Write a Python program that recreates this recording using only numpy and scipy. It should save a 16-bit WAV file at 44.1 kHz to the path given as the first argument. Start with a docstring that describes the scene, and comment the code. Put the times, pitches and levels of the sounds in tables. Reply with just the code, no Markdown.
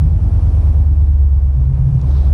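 """An eight-cylinder engine booms through the floor of a pickup cab rolling slowly down a street.
Its drone is a stack of wavering near-sines at orders of the engine cycle. The speed sags; the drone
breaks up for half a second as the load changes, then settles. Coloured noise makes the body rumble and
the road roar and hiss from outside. Late on, something in the cab ticks once, a burst of decaying sines,
and a hand slides on the wheel, a swell of band-shaped noise."""
import sys
import numpy as np
from scipy import signal
from scipy.io import wavfile
from scipy.ndimage import uniform_filter1d, minimum_filter1d

SR = 44100
rng = np.random.default_rng(int(sys.argv[2]) if len(sys.argv) > 2 else 0)


def volts_from_decibels(level):
    """Turn decibel levels (scalar or array-like) into linear amplitude factors."""
    exponent = np.asarray(level, float) / 20
    return 10 ** exponent


def transcribe(u):
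    """Save the signal u as a 16-bit wav file named by the first command-line argument.

    u: samples, shape (n,) or (channels, n), limited to [-1, 1]; the rate is SR.
    q: integer samples, one column per channel.
    """
    v = np.clip(np.atleast_2d(u).T, -1, 1)
    q = np.round(v * 32767).astype(np.int16)
    wavfile.write(sys.argv[1], SR, q)


N = 103105
TIME = np.arange(N) / SR


def evened(x):
    """Scales to rms 1."""
    return x / np.sqrt(np.mean(np.abs(x) ** 2) + 1e-20)


def curve(rows, column):
    """One column of a table, joined by straight lines in time."""
    rows = np.asarray(rows, float)
    return np.interp(TIME, rows[:, 0], rows[:, column])


def noise(points, size, patchy_db, flicker_db):
    """Random short-time spectra with a given colour, drifting patches and a flicker shared by all bins."""
    frames = N // (size // 4) + 5
    hz = np.fft.rfftfreq(size, 1 / SR)
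    real, imaginary, patches = rng.standard_normal((frames, len(hz), 3)).T
    patches = uniform_filter1d(patches, size=9, axis=0)  # smooth across frequency
    patches = evened(uniform_filter1d(patches, size=9, axis=1))  # and across time
    flicker = evened(uniform_filter1d(rng.standard_normal(frames), size=3))
    f, db = np.transpose(points)
    colour_db = np.interp(np.log(hz + 1), np.log(f + 1), db, left=-100, right=-100)[:, None]
    gain = volts_from_decibels(colour_db + patchy_db * patches + flicker_db * flicker)
    spectra = (real + 1j * imaginary) * gain
    sound = signal.istft(spectra, nperseg=size, noverlap=size - size // 4)[1]
    return evened(sound[:N])


def waver():
    """Slow complex chance, low-passed twice, that shakes the height and phase of one order."""
    step_s, corner_hz = .005, 6
    steps = np.arange(-1, N / SR + 1, step_s)  # starts early so the filters settle
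    a, b = rng.standard_normal((2, len(steps)))
    pole = np.exp(-2 * np.pi * corner_hz * step_s)
    once = signal.lfilter([1], [1, -pole], a + 1j * b)
    slow = evened(signal.lfilter([1], [1, -pole], once))
    return np.interp(TIME, steps, slow.real) + 1j * np.interp(TIME, steps, slow.imag)


# Engine speed as its firing rate: (t/s, f/Hz)
FIRING_RATE = [(0, 77), (.2, 76.2), (.4, 74.7), (.6, 73.6), (.8, 72.7), (1, 71.9), (1.2, 70.6), (1.4, 68.6),
               (1.6, 66.8), (1.75, 67.5), (1.9, 68.3), (2.1, 69.2), (2.33, 69.3)]
# Firing tone, one pulse per cylinder per cycle: (t/s, level/dB)
FIRING_LEVEL = [(0, -9.5), (.2, -15), (.35, -15), (.5, -11.5), (.8, -9.5), (1.2, -9), (1.5, -11.5),
                (1.62, -14), (1.72, -18), (1.9, -20), (2, -15.5), (2.1, -11), (2.33, -9)]
# Engine load: (t/s, lope orders level/dB, upper orders level/dB, unsteadiness 0-1)
ENGINE_LOAD = [(0, -17, -20.5, 0.4), (.3, -15, -31, 0.02), (.7, -15.5, -29, .12), (1.2, -18, -31, 0.2),
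               (1.45, -19, -32, 0.1), (1.58, -23, -26.5, 0.64), (1.68, -15.5, -23, 0.72),
               (1.83, -18, -16.5, 0.65), (1.95, -22.5, -17, 0.77), (2.1, -26.5, -25, 0.38),
               (2.32, -20.5, -28.5, 0.3)]
# Lope of uneven firing, below and around the firing tone: {order of the engine cycle: relative level/dB}
LOPE_ORDERS = {3: -24, 4: -20, 5: -1.5, 7: -12, 9: -18, 10: -2.5, 11: -11, 12: -19, 13: -20}
# Order 6, which swells on its own: (t/s, level/dB)
SIXTH_LEVEL = [(0, -16.5), (.15, -17.5), (.35, -21), (.9, -24.5), (1.25, -20.5), (1.45, -26), (1.62, -18),
               (1.75, -25.5), (1.9, -27), (2.05, -28.5), (2.33, -13)]
# Orders around twice the firing tone and above: {order: relative level/dB}
UPPER_ORDERS = {14: -7, 15: -1, 16: -1, 17: -12, 18: -16, 19: -13}
# Faint high buzz: {order: relative level/dB}
BUZZ_ORDERS = {20: -5, 22: -11, 24: -0.5, 25: -2.3, 26: -9.5, 30: -4.5, 31: -6, 34: -8, 35: -6}
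# Swell of the buzz: (t/s, level/dB)
BUZZ_SWELL = [(0, -42.5), (.4, -39.5), (.9, -43.5), (1.3, -52.5), (1.8, -44), (2.33, -46)]


def engine():
    """Orders of the engine cycle as near-sines; each wavers more when combustion is unsteady."""
    cylinders, firing_waver = 8, .6
    cycle = 2 * np.pi * np.cumsum(curve(FIRING_RATE, 1)) / SR / cylinders  # phase in radians
    loose = np.clip(curve(ENGINE_LOAD, 3), 0, 1)
    buzz_loose = np.clip(2 * loose, 0, 1)

    def order(k, share):
        """One order; share trades its steady part for waver at equal power."""
        turning = np.exp(1j * (k * cycle + 2 * np.pi * rng.random()))
        shaken = turning * (np.sqrt(1 - share ** 2) + share * waver())
        return np.sqrt(2) * shaken.real

    def stack(orders, share):
        """A table of orders summed at their relative levels."""
        return sum(volts_from_decibels(db) * order(k, share) for k, db in orders.items())

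    firing = volts_from_decibels(curve(FIRING_LEVEL, 1)) * order(cylinders, np.clip(firing_waver * loose, 0, 1))
    lope = volts_from_decibels(curve(ENGINE_LOAD, 1)) * stack(LOPE_ORDERS, loose)
    sixth = volts_from_decibels(curve(SIXTH_LEVEL, 1)) * order(6, loose)
    buzz = volts_from_decibels(curve(BUZZ_SWELL, 1)) * stack(BUZZ_ORDERS, buzz_loose)
    upper = volts_from_decibels(curve(ENGINE_LOAD, 2)) * stack(UPPER_ORDERS, loose)
    return firing + lope + sixth + buzz + upper


# Colour of the body shake: (f/Hz, relative level per Hz/dB)
RUMBLE_COLOUR = [(20, -19), (35, -11.5), (50, -2), (90, -2.5), (140, -9), (180, -25.5), (260, -46)]
# Swell of the body shake: (t/s, level/dB)
RUMBLE_SWELL = [(0, -25.5), (.4, -26), (1, -35.5), (1.45, -33), (1.7, -23.5), (2, -7), (2.32, -38)]


def body_rumble():
    """The shaking body heard as low noise that swells and sinks."""
    return volts_from_decibels(curve(RUMBLE_SWELL, 1)) * noise(RUMBLE_COLOUR, size=4096, patchy_db=4.0, flicker_db=1.46)


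# Colour of the tyre roar: (f/Hz, relative level per Hz/dB)
ROAR_COLOUR = [(100, -33.5), (170, -6), (226, -1.5), (253, -9), (322, -6), (345, -10), (776, -15.5),
               (900, -19.5), (1010, -19.5), (1250, -25.5), (2600, -40.5), (3380, -69), (5720, -120)]
# Colour of the air hiss: (f/Hz, relative level per Hz/dB)
HISS_COLOUR = [(1060, -31), (1800, -7.5), (2080, -8.5), (2400, -0.5), (2610, -6), (2930, -3.5), (4020, -8),
               (5870, -8), (6900, -15.5), (9210, -10), (10800, -15.5), (13600, -31.5), (15500, -31)]
# Noise from outside, before the fixed gains: (t/s, roar level/dB, hiss level/dB)
OUTSIDE_SWELL = [(0, -38.5, -62.5), (.3, -39.5, -63.5), (.62, -37, -60.5), (.78, -38.5, -63.5),
                 (.92, -41.5, -66), (1.2, -42, -67), (1.47, -45, -69.5), (1.7, -41.5, -67),
                 (1.95, -40, -64), (2.18, -37, -61.5), (2.33, -36.5, -61.5)]


def road():
    """Tyre roar and air hiss: two bands of coloured noise coming in from outside."""
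    roar_gain_db, hiss_gain_db = 3, 6
    roar = noise(ROAR_COLOUR, size=1024, patchy_db=0.43, flicker_db=0.23)
    hiss = noise(HISS_COLOUR, size=256, patchy_db=0.9, flicker_db=-0.1)
    roar = volts_from_decibels(curve(OUTSIDE_SWELL, 1) + roar_gain_db) * roar
    hiss = volts_from_decibels(curve(OUTSIDE_SWELL, 2) + hiss_gain_db) * hiss
    return roar + hiss


# Hits on hard plastic: (t/s, peak level/dB)
TICK_HITS = [(2.0133, -37.5)]
# Ringing modes of the plastic: (f/Hz, relative level/dB, time to fall 60 dB t/s)
PLASTIC_MODES = [(3500, -1, .025), (3900, 0, .04), (4400, -2, .03), (4900, -3, .018), (5500, -2, .022),
                 (6100, -1, .018), (6700, 0, .02), (7200, -3, .016), (10600, -12, .02)]


def ticks():
    """A small hard plastic tick: modes struck together, each dying at its own rate."""
    rise_s = .0002
    t = TIME[:2000]
    ring = 0
    for hz, db, t60 in PLASTIC_MODES:
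        ring = ring + volts_from_decibels(db - 60 * t / t60) * np.sin(2 * np.pi * (hz * t + rng.random()))
    ring = ring * np.minimum(t / rise_s, 1)
    hits = np.zeros(N)
    for s, db in TICK_HITS:
        hits[round(s * SR)] = volts_from_decibels(db)
    return signal.oaconvolve(hits, ring / np.abs(ring).max())[:N]


# Colour of skin on the wheel rim: (f/Hz, relative level per Hz/dB)
SKIN_COLOUR = [(2200, -26.5), (3200, -9.5), (3900, -4), (4700, -9.5), (5800, -12.5), (7500, -30.5)]


def slide():
    """A short swish of skin on the wheel rim: noise swelling and fading over half a sine."""
    start_s, length_s, level_db = 2.04, 0.29, -53.5
    stroke = np.sin(np.pi * np.clip((TIME - start_s) / length_s, 0, 1))
    return volts_from_decibels(level_db) * stroke * noise(SKIN_COLOUR, size=256, patchy_db=0.7, flicker_db=0.8)


def scene():
    """Everything reaches one microphone in the cab."""
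    return (engine() + body_rumble() + road() + ticks() + slide())[None]


def band_limit(x):
    """A steep low-pass at the top of the band."""
    return signal.sosfilt(signal.butter(12, 15690, fs=SR, output="sos"), x)


def record(dry):
    """A soft limiter takes most of the excess off the peaks of the boom."""
    limit_db, share, recover_db_per_s, attack_s = -4.8, .8, 40, .012
    peak_db = 20 * np.log10(np.abs(dry[0]) + 1e-9)
    fall = TIME * recover_db_per_s
    held_db = np.maximum.accumulate(peak_db + fall) - fall  # peaks held, sinking steadily
    over_db = np.maximum(held_db - limit_db, 0)
    span = max(round(attack_s * SR), 1)
    over_db = -minimum_filter1d(-over_db, 2 * span)  # widened so the gain moves ahead of each peak
    over_db = uniform_filter1d(over_db, span)
    mix = dry / volts_from_decibels(share * over_db)
    return band_limit(mix)


dry = scene()
out = record(dry)
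transcribe(out)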